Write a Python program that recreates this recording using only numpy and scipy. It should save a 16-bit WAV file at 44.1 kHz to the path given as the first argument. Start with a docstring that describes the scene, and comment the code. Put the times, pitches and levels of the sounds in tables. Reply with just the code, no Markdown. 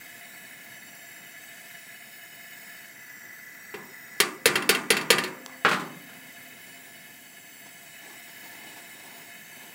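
"""A spoon is knocked clean on the rim of an empty can: the thin wall crashes, thumps and rings,
and the spoon bounces in ever shorter hops. It is then dropped and clatters on a wooden bench.
Crumbs of dross snap, and a thin rod stirs softly through the crust on a tin of molten metal.
Under it all a gas burner hisses, sings and roars, its tone shifting as the listener moves.
The knocks and the clatter echo briefly in the workshop."""
import sys
import numpy as np
from scipy import signal
from scipy.fft import rfft, irfft, next_fast_len
from scipy.io import wavfile
from scipy.ndimage import uniform_filter1d

SR = 44100
rng = np.random.default_rng(int(sys.argv[2]) if len(sys.argv) > 2 else 0)


def inscribe(sig):
    """Save sig as 16-bit PCM at rate SR to the path in sys.argv[1].

    A 1-D sig is mono; a 2-D sig holds one channel per row.
    Samples are clipped to [-1, 1] before scaling.
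    """
    pcm = np.round(np.clip(np.atleast_2d(sig).T, -1, 1) * 32767)
    wavfile.write(sys.argv[1], SR, pcm.astype(np.int16))


N = 429534
RING_SIZE = 49152
AGE = np.arange(RING_SIZE) / SR   # seconds since a sound began

# Spoon blows on the can; a touch or flight of 0 means none:
# start_s, level_db, thump_db, treble_db, second_touch_s, first_flight_s, hand_damping_db
BLOWS = [(3.741, -13.5, -31.5, -55, 0, 0.0025, 0), (4.2018, -1, -20.5, 2, 0, 0, 0),
         (4.457, 2, -8, 3.5, 0.0092, 0.099, 10), (4.6919, 2.5, -11.5, 4, 0.0013, 0.057, 21),
         (4.904, 4.5, -9.5, -2, 0.018, 0.0642, 6), (5.1033, 6.5, -7.5, -0.5, 0.024, 0.08, 1.5)]
RESTITUTION, BOUNCE_COUNT = 0.68, 4   # each flight lasts this share of the one before
BOUNCE_GROWTH, REFERENCE_FLIGHT_S = 0.93, 0.086   # longer flights land harder
TOUCH_LOSS_DB_PER_S, GRIP_GROWTH = 380, 3.3   # late touches are weaker; the hand chokes late bounces
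TOUCH_TREBLE_DB, BOUNCE_TREBLE_DB, LIGHT_THUMP_DB = -12, -8.5, -27   # light contacts: dull, little body


def spoon_contacts():
    """Blows with their second touches, and bounces: two lists of start_s, level_db, thump_db, treble_db."""
    blows, bounces = [], []
    for s, db, thump_db, treble_db, touch_s, flight_s, damping_db in BLOWS:
        blows.append((s, db, thump_db, treble_db))
        if touch_s > 0:
            touch_db = db - TOUCH_LOSS_DB_PER_S * touch_s
            blows.append((s + touch_s, touch_db, touch_db + LIGHT_THUMP_DB, TOUCH_TREBLE_DB))
        for k in range(BOUNCE_COUNT if flight_s > 0 else 0):
            free_db = BOUNCE_GROWTH * 20 * np.log10(flight_s / REFERENCE_FLIGHT_S)
            landing_db = free_db - damping_db * k ** GRIP_GROWTH
            s += flight_s
            bounces.append((s, landing_db, landing_db + LIGHT_THUMP_DB, BOUNCE_TREBLE_DB))
            flight_s *= RESTITUTION
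    return blows, bounces


# Tone of the can's wash of weak modes: pitch_hz, density_db
CAN_COLOUR = [(80, -30), (160, -12.5), (450, 4.5), (700, -2.5), (1200, 2.5), (1900, 7.5), (3200, 4.5),
              (3600, 2.5), (4600, 1.5), (6200, -3), (10000, -4), (12300, -2.5), (14000, -4), (16000, -9)]
# Decay of that wash: pitch_hz, t60_s
CAN_T60 = [(100, 0.074), (2000, 0.18), (6000, 0.15), (15000, 0.077)]
# Decay of the contact's short crack: pitch_hz, t60_s
CRACK_T60 = [(200, 0.043), (15000, 0.064)]


def can_crashes(hits):
    """The spoon's edge cracks on the rim and sets the thin can crashing."""
    out = np.zeros(N)
    wash = from_db(11) * dense_ring(CAN_COLOUR, CAN_T60, size=8192)
    for s, db, _, treble_db in hits:
        crack = from_db(9) * dense_ring(CAN_COLOUR, CRACK_T60, size=8192)
        crash = brighten(wash + crack, treble_db, contact_corner(treble_db, base_hz=3200))
        add(out, s, from_db(db) * crash)
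    return out


def can_thumps(hits):
    """The thin wall heaves for a few cycles; a deep dent stiffens it, so the pitch starts high and sags."""
    out = np.zeros(N)
    swell = AGE / 0.0056
    envelope = (swell * np.exp(1 - swell)) ** 2
    for s, _, thump_db, _ in hits:
        pitch_hz = 412 * (1 + 0.87 * from_db(thump_db) * np.exp(-AGE / 0.0066))
        heave = envelope * np.sin(2 * np.pi * np.cumsum(pitch_hz) / SR)
        add(out, s, from_db(thump_db) * heave)
    return out


# Partials that ring after a knock: low hum of room and bench, then the can's ring:
# pitch_hz, level_db, t60_s
KNOCK_MODES = [(155.4, -21, 0.8), (195.6, -10.5, 0.45), (219.4, -18, 0.48), (258, -32, 5.9),
               (296.5, -19.5, 0.59), (368.7, -8.5, 0.41), (521.4, -27, 3.1), (790, -15, 0.25),
               (930, -15.5, 0.24), (1044, -36, 0.19), (1187, -1.5, 0.04), (1427, -11, 0.28),
               (1770, -4, 0.18), (1867, -1, 0.13), (1980, -3, 0.16), (2655, -7, 0.32), (2740, 7, 0.04),
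               (3180, 6, 0.051), (3200, 6, 0.045), (3350, -18, 0.066), (3764, -1, 0.071), (3940, -6, 0.12),
               (4270, 3.5, 0.064), (4590, -1.5, 0.17), (5230, -1, 0.053), (7030, -2, 0.075),
               (9750, 5, 0.059), (10150, -0.5, 0.041), (11000, -27, 0.06), (13600, -11, 0.041)]


def knock_ring(hits):
    """Every blow lands on a slightly different spot and stirs the same modes in a new mix."""
    return from_db(-23.5) * struck(KNOCK_MODES, hits, scatter_db=2.5)


# Partials of the can that the bounces bring out: pitch_hz, level_db, t60_s
BOUNCE_MODES = [(2726, -13.5, 0.063), (4900, -29.5, 0.064)]


def bounce_pings(bounces):
    """The can pings brightly as the bouncing spoon lands on another spot."""
    return struck(BOUNCE_MODES, bounces, scatter_db=1)


# The dropped spoon's landings: start_s, level_db, treble_db
LANDINGS = [(5.649, 2.5, -18), (5.656, -3.5, -17), (5.687, -21, 15), (5.713, -8, 1), (5.730, -11, 1.5),
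            (5.798, -29.5, 13.5), (6.091, -31, -12)]
# Tone of the wooden bench top: pitch_hz, density_db
BENCH_COLOUR = [(30, -38), (95, -35), (150, -7), (215, -1.5), (320, 2), (600, 5), (950, 4.5), (1350, 9.5),
                (1900, 9), (2600, 2.5), (4200, -2), (5500, -9.5), (8500, -12), (15000, -24)]
# Decay of the wood: pitch_hz, t60_s
BENCH_T60 = [(100, 0.12), (1000, 0.1), (4000, 0.22), (15000, 0.17)]


def dropped_spoon():
    """A dull bang on the bench top, then a quick clatter as the spoon rocks to rest."""
    out = np.zeros(N)
    for s, db, treble_db in LANDINGS:
        bang = dense_ring(BENCH_COLOUR, BENCH_T60, size=12288)
        add(out, s, from_db(db + 15.5) * brighten(bang, treble_db, corner_hz=3530))
    return out


# The bench's strongest partials: pitch_hz, level_db, t60_s
BENCH_MODES = [(194, -1.5, 0.39), (245, -1, 0.25), (314, -15, 0.48), (460, 0, 0.47), (775, -7, 0.72),
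               (840, -1.5, 0.36), (1015, -5, 0.37), (1070, -11, 0.24), (1297, 1, 0.32), (1400, 11, 0.16),
               (1660, 4, 0.13), (2510, 17, 0.053)]


def bench_ring():
    """The bench rings on after each landing."""
    return from_db(-27.5) * struck(BENCH_MODES, LANDINGS, scatter_db=0)


# Small dry ticks: start_s, level_db
TICKS = [(5.462, -7), (8.105, -27)]


def dross_ticks():
    """Crumbs of dross snap, each over in a millisecond or two."""
    out = np.zeros(N)
    for s, db in TICKS:
        snap = rng.standard_normal(512) * np.exp(-AGE[:512] / 0.00041)
        softened = signal.lfilter(*signal.butter(1, [600, 2200], "band", fs=SR), snap)
        add(out, s, from_db(db) * energy_one(softened))
    return out


# Strokes of the rod: middle_s, length_s, level_db
STROKES = [(8.1, 0.21, -51.5), (8.652, 0.8, -52.5), (9.115, 0.42, -50.5), (9.67, 0.43, -54.5)]
# Tone of the crumbling crust: pitch_hz, density_db
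CRUST_COLOUR = [(60, -40), (160, -11), (270, 9), (400, 3.5), (620, -3), (900, 7.5), (1300, -8.5),
                (2500, -4), (4000, -8), (8000, -11), (16000, -20)]
# Lumps of dross turning over: start_s, level_db
LUMPS = [(7.656, -19), (8.091, -22), (8.275, -19.5), (8.433, -19), (8.655, -23), (8.761, -15)]
# Their dull decay: pitch_hz, t60_s
LUMP_T60 = [(200, 0.14), (8000, 0.18)]
GRAINS_PER_S = 4000


def stirring_rod():
    """The crust crumbles in clumps of tiny grains with each stroke; now and then a lump turns over."""
    grains = (rng.random(N) < GRAINS_PER_S / SR) * rng.standard_normal(N)
    grains *= from_db(1.9 * np.tanh(drift(per_s=22)))
    now = np.arange(N) / SR
    push = sum(from_db(db) * np.cos(np.pi * np.clip((now - middle_s) / length_s, -.5, .5))
               for middle_s, length_s, db in STROKES)
    out = push * colour(grains, CRUST_COLOUR)
    for s, db in LUMPS:
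        lump = dense_ring(CRUST_COLOUR, LUMP_T60, size=8192)
        soft_attack = 1 - np.exp(-AGE[:len(lump)] / 0.0044)
        add(out, s, from_db(db) * lump * soft_attack)
    return out


# The listener's path: time_s, stove_nearness_db, turn_share (0 faces the stove, 1 the can)
LISTENER = [(0, 1.5, 0.23), (1.2, -0.2, 0.27), (1.7, 1, 0.17), (2.3, -1.2, 0.15), (2.7, 2.7, 0.38),
            (2.95, -1, 0.53), (3.25, 2, 1), (4.2, 1, 0.86), (5.4, 3.5, 0.47), (5.9, 3, 0.05), (7.3, -4, 0),
            (8.5, 1, 0), (9.7, -1.8, 0)]
# Level ride of the flame's low roar: time_s, level_db
FLAME_LEVEL = [(0.9, -56.5), (1.6, -59.5), (2.8, -58.5), (3.6, -58), (6.2, -54.5), (7.2, -58), (9.7, -56)]
# Tone of the roar: pitch_hz, density_db
FLAME_COLOUR = [(25, -21), (55, -19), (80, -20), (110, -4.5), (160, -1.5), (230, 0), (320, -4.5), (480, -9),
                (1000, -8.5), (1300, -20), (3000, -29.5)]
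# Resonances of burner tube and tin: pitch_hz, nominal_width_hz, facing_db, turned_db
TUBE_MODES = [(689, 40, -1.5, -10.5), (1429, 217, -11.5, -9), (1717.5, 115, 1.5, 1.5),
              (1991, 57, -1.5, 6.5), (2129, 195, -1, -8), (2566, 97, -4.5, -11.5), (2950, 46, -1, -41),
              (3746, 81, -7.5, -16.5), (4494, 39, -7, -12)]
# Resonances of the gas jet: pitch_hz, nominal_width_hz, facing_db, turned_db
JET_MODES = [(5132, 55, 1.5, 5), (5775, 130, -6.5, 2.5), (6247, 88, 0.5, -2.5), (6790, 120, -2, 0),
             (7400, 205, 1.5, -3.5), (8005, 165, 4, 1), (8670, 77, -7, -3.5), (9400, 69, 1, -27.5),
             (10000, 170, -7.5, -6.5), (10590, 900, -2.5, -12.5), (13230, 430, 1.5, 0), (13730, 130, 3, 3),
             (14450, 400, -7, -11), (15450, 420, 2, -2)]
# Tone of the jet's broad hiss: pitch_hz, density_db
JET_COLOUR = [(300, -39), (1000, -14), (2600, 6), (4200, 1.5), (7500, 0), (9000, 0.5), (10500, -6),
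              (11900, -9), (13500, 2), (16000, 3.5)]
TUBE_DB, JET_DB = -47.5, -49.5   # at nearness 0
JET_NEARNESS_SHARE, HISS_TURNED_DB = 0.54, -6.5   # the broad hiss beams away from the can


def gas_burner():
    """The jet hisses; the mixing tube sings and the flame roars low, both fluttering with the flow."""
    near_db, turned = in_time(LISTENER)
    flame_db = in_time(FLAME_LEVEL)[0] + 1.2 * drift(per_s=47)
    flame = from_db(flame_db) * colour(rng.standard_normal(N), FLAME_COLOUR)
    tube_db = TUBE_DB + near_db + 0.96 * drift(per_s=45)
    tube = from_db(tube_db) * blown(TUBE_MODES, turned)
    whistle = blown(JET_MODES, turned)
    hiss = from_db(HISS_TURNED_DB * turned) * colour(rng.standard_normal(N), JET_COLOUR)
    jet = from_db(JET_DB + JET_NEARNESS_SHARE * near_db) * sway(whistle + hiss, wander_s=.00004)
    return flame + tube + jet


def blown(modes, turned):
    """Turbulence sings in resonances; each beams in its own way, so turning changes their mix."""
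    out = 0
    for hz, width_hz, facing_db, turned_db in modes:
        peak = resonate(rng.standard_normal(N), hz, 0.64 * width_hz)
        song = resonate(peak, hz, 4.2 * width_hz)   # trims the skirts
        out = out + song * ((1 - turned) * from_db(facing_db) + turned * from_db(turned_db))
    return rms_one(out)


# Close reflections off tin and stove lid: delay_s, level_db
NEAR_ECHOES = [(.0007, -2.5), (.0013, -1), (.0023, -17.5), (.0036, -1.5)]


def sway(x, wander_s):
    """The listener moves among nearby metal walls, whose echoes comb the hiss in shifting patterns."""
    now, out = np.arange(N), x
    for delay_s, db in NEAR_ECHOES:
        lag = (delay_s + wander_s * np.tanh(drift(per_s=2.5))) * SR
        out = out + from_db(db) * np.interp(now - lag, now, x)
    return rms_one(out)


# Tone of the workshop's reverb: pitch_hz, density_db
ROOM_COLOUR = [(40, -20), (100, -2.5), (170, 15.5), (330, 12), (480, 1.5), (1000, 9.5), (2000, -0.5),
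               (4000, -12), (8000, -3), (16000, -23)]
# Length of its tail: pitch_hz, t60_s
ROOM_T60 = [(120, 1), (320, 0.68), (840, 0.48), (2200, 0.38), (5800, 0.37), (15000, 0.5)]


def workshop(x):
    """Reflections build up over the first milliseconds; the bass lingers longest."""
    build_up = 1 - np.exp(-(AGE / 0.014) ** 2)
    tail = dense_ring(ROOM_COLOUR, ROOM_T60, size=RING_SIZE) * build_up
    return signal.fftconvolve(x, tail)[:N]


def struck(modes, hits, scatter_db):
    """Each hit kicks a set of decaying sines; soft contacts miss the high ones."""
    s, hit_db, *_, treble_db = np.transpose(hits)
    corner_hz = contact_corner(treble_db, base_hz=4200)
    out = np.zeros(N)
    for hz, level_db, t60_s in modes:
        hardness_db = treble_db * hz ** 2 / (hz ** 2 + corner_hz ** 2)
        strengths = from_db(hit_db + hardness_db + level_db + scatter_db * rng.standard_normal(len(s)))
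        kicks = np.full(N, 1e-18)
        kicks[np.round(s * SR).astype(int)] = strengths * rng.choice([-1, 1], len(s))
        r, w = np.exp(-np.log(1000) / (t60_s * SR)), 2 * np.pi * hz / SR
        out += signal.lfilter([0, np.sin(w)], [1, -2 * r * np.cos(w), r * r], kicks)
    return out


def dense_ring(spectrum, decays, size):
    """Countless overlapping modes: noise in which each octave dies at its own rate."""
    hz = np.fft.rfftfreq(size, 1 / SR)
    modes = np.exp(2j * np.pi * rng.random(len(hz))) * from_db(at_hz(spectrum, hz))
    out = 0
    for low_hz in 20 * 2. ** np.arange(10):
        octave = irfft(modes * (hz >= low_hz) * (hz < 2 * low_hz))
        t60_s = at_hz(decays, low_hz * np.sqrt(2))
        out = out + octave * np.exp(-np.log(1000) * AGE[:size] / t60_s)
    return energy_one(out)


def contact_corner(treble_db, base_hz):
    """A soft contact lasts longer, so its treble rolls off from a lower pitch."""
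    return base_hz * from_db(0.11 * treble_db)


def brighten(x, treble_db, corner_hz):
    """A harder contact lifts the treble, a softer one dulls it: two gentle shelves in a row."""
    for _ in range(2):
        low = signal.lfilter(*signal.butter(1, corner_hz, fs=SR), x)
        x = low + from_db(treble_db / 2) * (x - low)
    return x


def resonate(x, hz, width_hz):
    """Two-pole resonance with a peak gain of 1."""
    r = np.exp(-np.pi * width_hz / SR)
    feedback = [1, -2 * r * np.cos(2 * np.pi * hz / SR), r * r]
    return signal.lfilter(np.array([1, 0, -1]) * (1 - r * r) / 2, feedback, x)


def colour(x, spectrum):
    """Give a steady sound a spectrum; rms 1."""
    size = next_fast_len(len(x), True)
    gains = from_db(at_hz(spectrum, np.fft.rfftfreq(size, 1 / SR)))
    return rms_one(irfft(rfft(x, size) * gains, size)[:len(x)])


def drift(per_s):
    """Random wander of spread 1."""
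    knots = rng.standard_normal(4000)
    return rms_one(np.interp(np.arange(N) / SR * per_s, np.arange(len(knots)), knots))


def in_time(rows):
    """One curve per column, at every sample."""
    s, *columns = np.transpose(rows)
    return [np.interp(np.arange(N) / SR, s, column) for column in columns]


def at_hz(points, hz):
    """Read a table on a log-frequency axis."""
    known_hz, values = np.transpose(points)
    return np.interp(np.log(hz + 1e-3), np.log(known_hz), values)


def add(out, s, sound):
    """Mix a sound in at time s."""
    start = int(round(s * SR))
    out[start:start + len(sound)] += sound[:N - start]


def from_db(db):
    """Decibels to gain."""
    return 10 ** (np.asarray(db) / 20)


def rms_one(x):
    """Scale to rms 1."""
    return x / np.sqrt(np.mean(x ** 2) + 1e-20)


def energy_one(x):
    """Scale to a total energy of 1."""
    return x / np.sqrt(np.sum(x ** 2) + 1e-20)


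def gain_control(x, threshold_db, share, attack_s, release_db_per_s):
    """Turn the level down by a share of its excess over the threshold, then let it creep back."""
    level_db = 10 * np.log10(np.abs(uniform_filter1d(x ** 2, size=441)) + 1e-12)
    excess_db = np.maximum(level_db - threshold_db, 0)
    recovery_db = release_db_per_s * np.arange(N) / SR
    cut_db = np.maximum.accumulate(share * excess_db + recovery_db, axis=-1) - recovery_db
    r = np.exp(-1 / (attack_s * SR))
    return x * from_db(-signal.lfilter([1 - r], [1, -r], cut_db))


def scene():
    """The impacts feed the reverb; the rings, the stirring and the burner are mixed in directly."""
    blows, bounces = spoon_contacts()
    hits = blows + bounces
    impacts = can_crashes(hits) + dropped_spoon() + dross_ticks()
    thumps = can_thumps(hits)
    rings = knock_ring(hits) + bench_ring() + bounce_pings(bounces)
    room = from_db(-5.5) * workshop(impacts + from_db(-11) * thumps)
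    return (impacts + thumps + rings + gas_burner() + stirring_rod() + room)[None]


def record(dry):
    """Thin out the deep bass, ride the gain, round the loudest peaks and cut the top."""
    thin = signal.sosfilt(signal.butter(2, 72, "high", fs=SR, output="sos"), dry)
    ridden = gain_control(thin, threshold_db=-32.5, share=0.21, attack_s=0.062, release_db_per_s=4.5)
    rounded = 0.82 * np.tanh(ridden / 0.87)
    return signal.sosfilt(signal.ellip(12, .1, 80, 15850, fs=SR, output="sos"), rounded)


dry = scene()
out = record(dry)
inscribe(out)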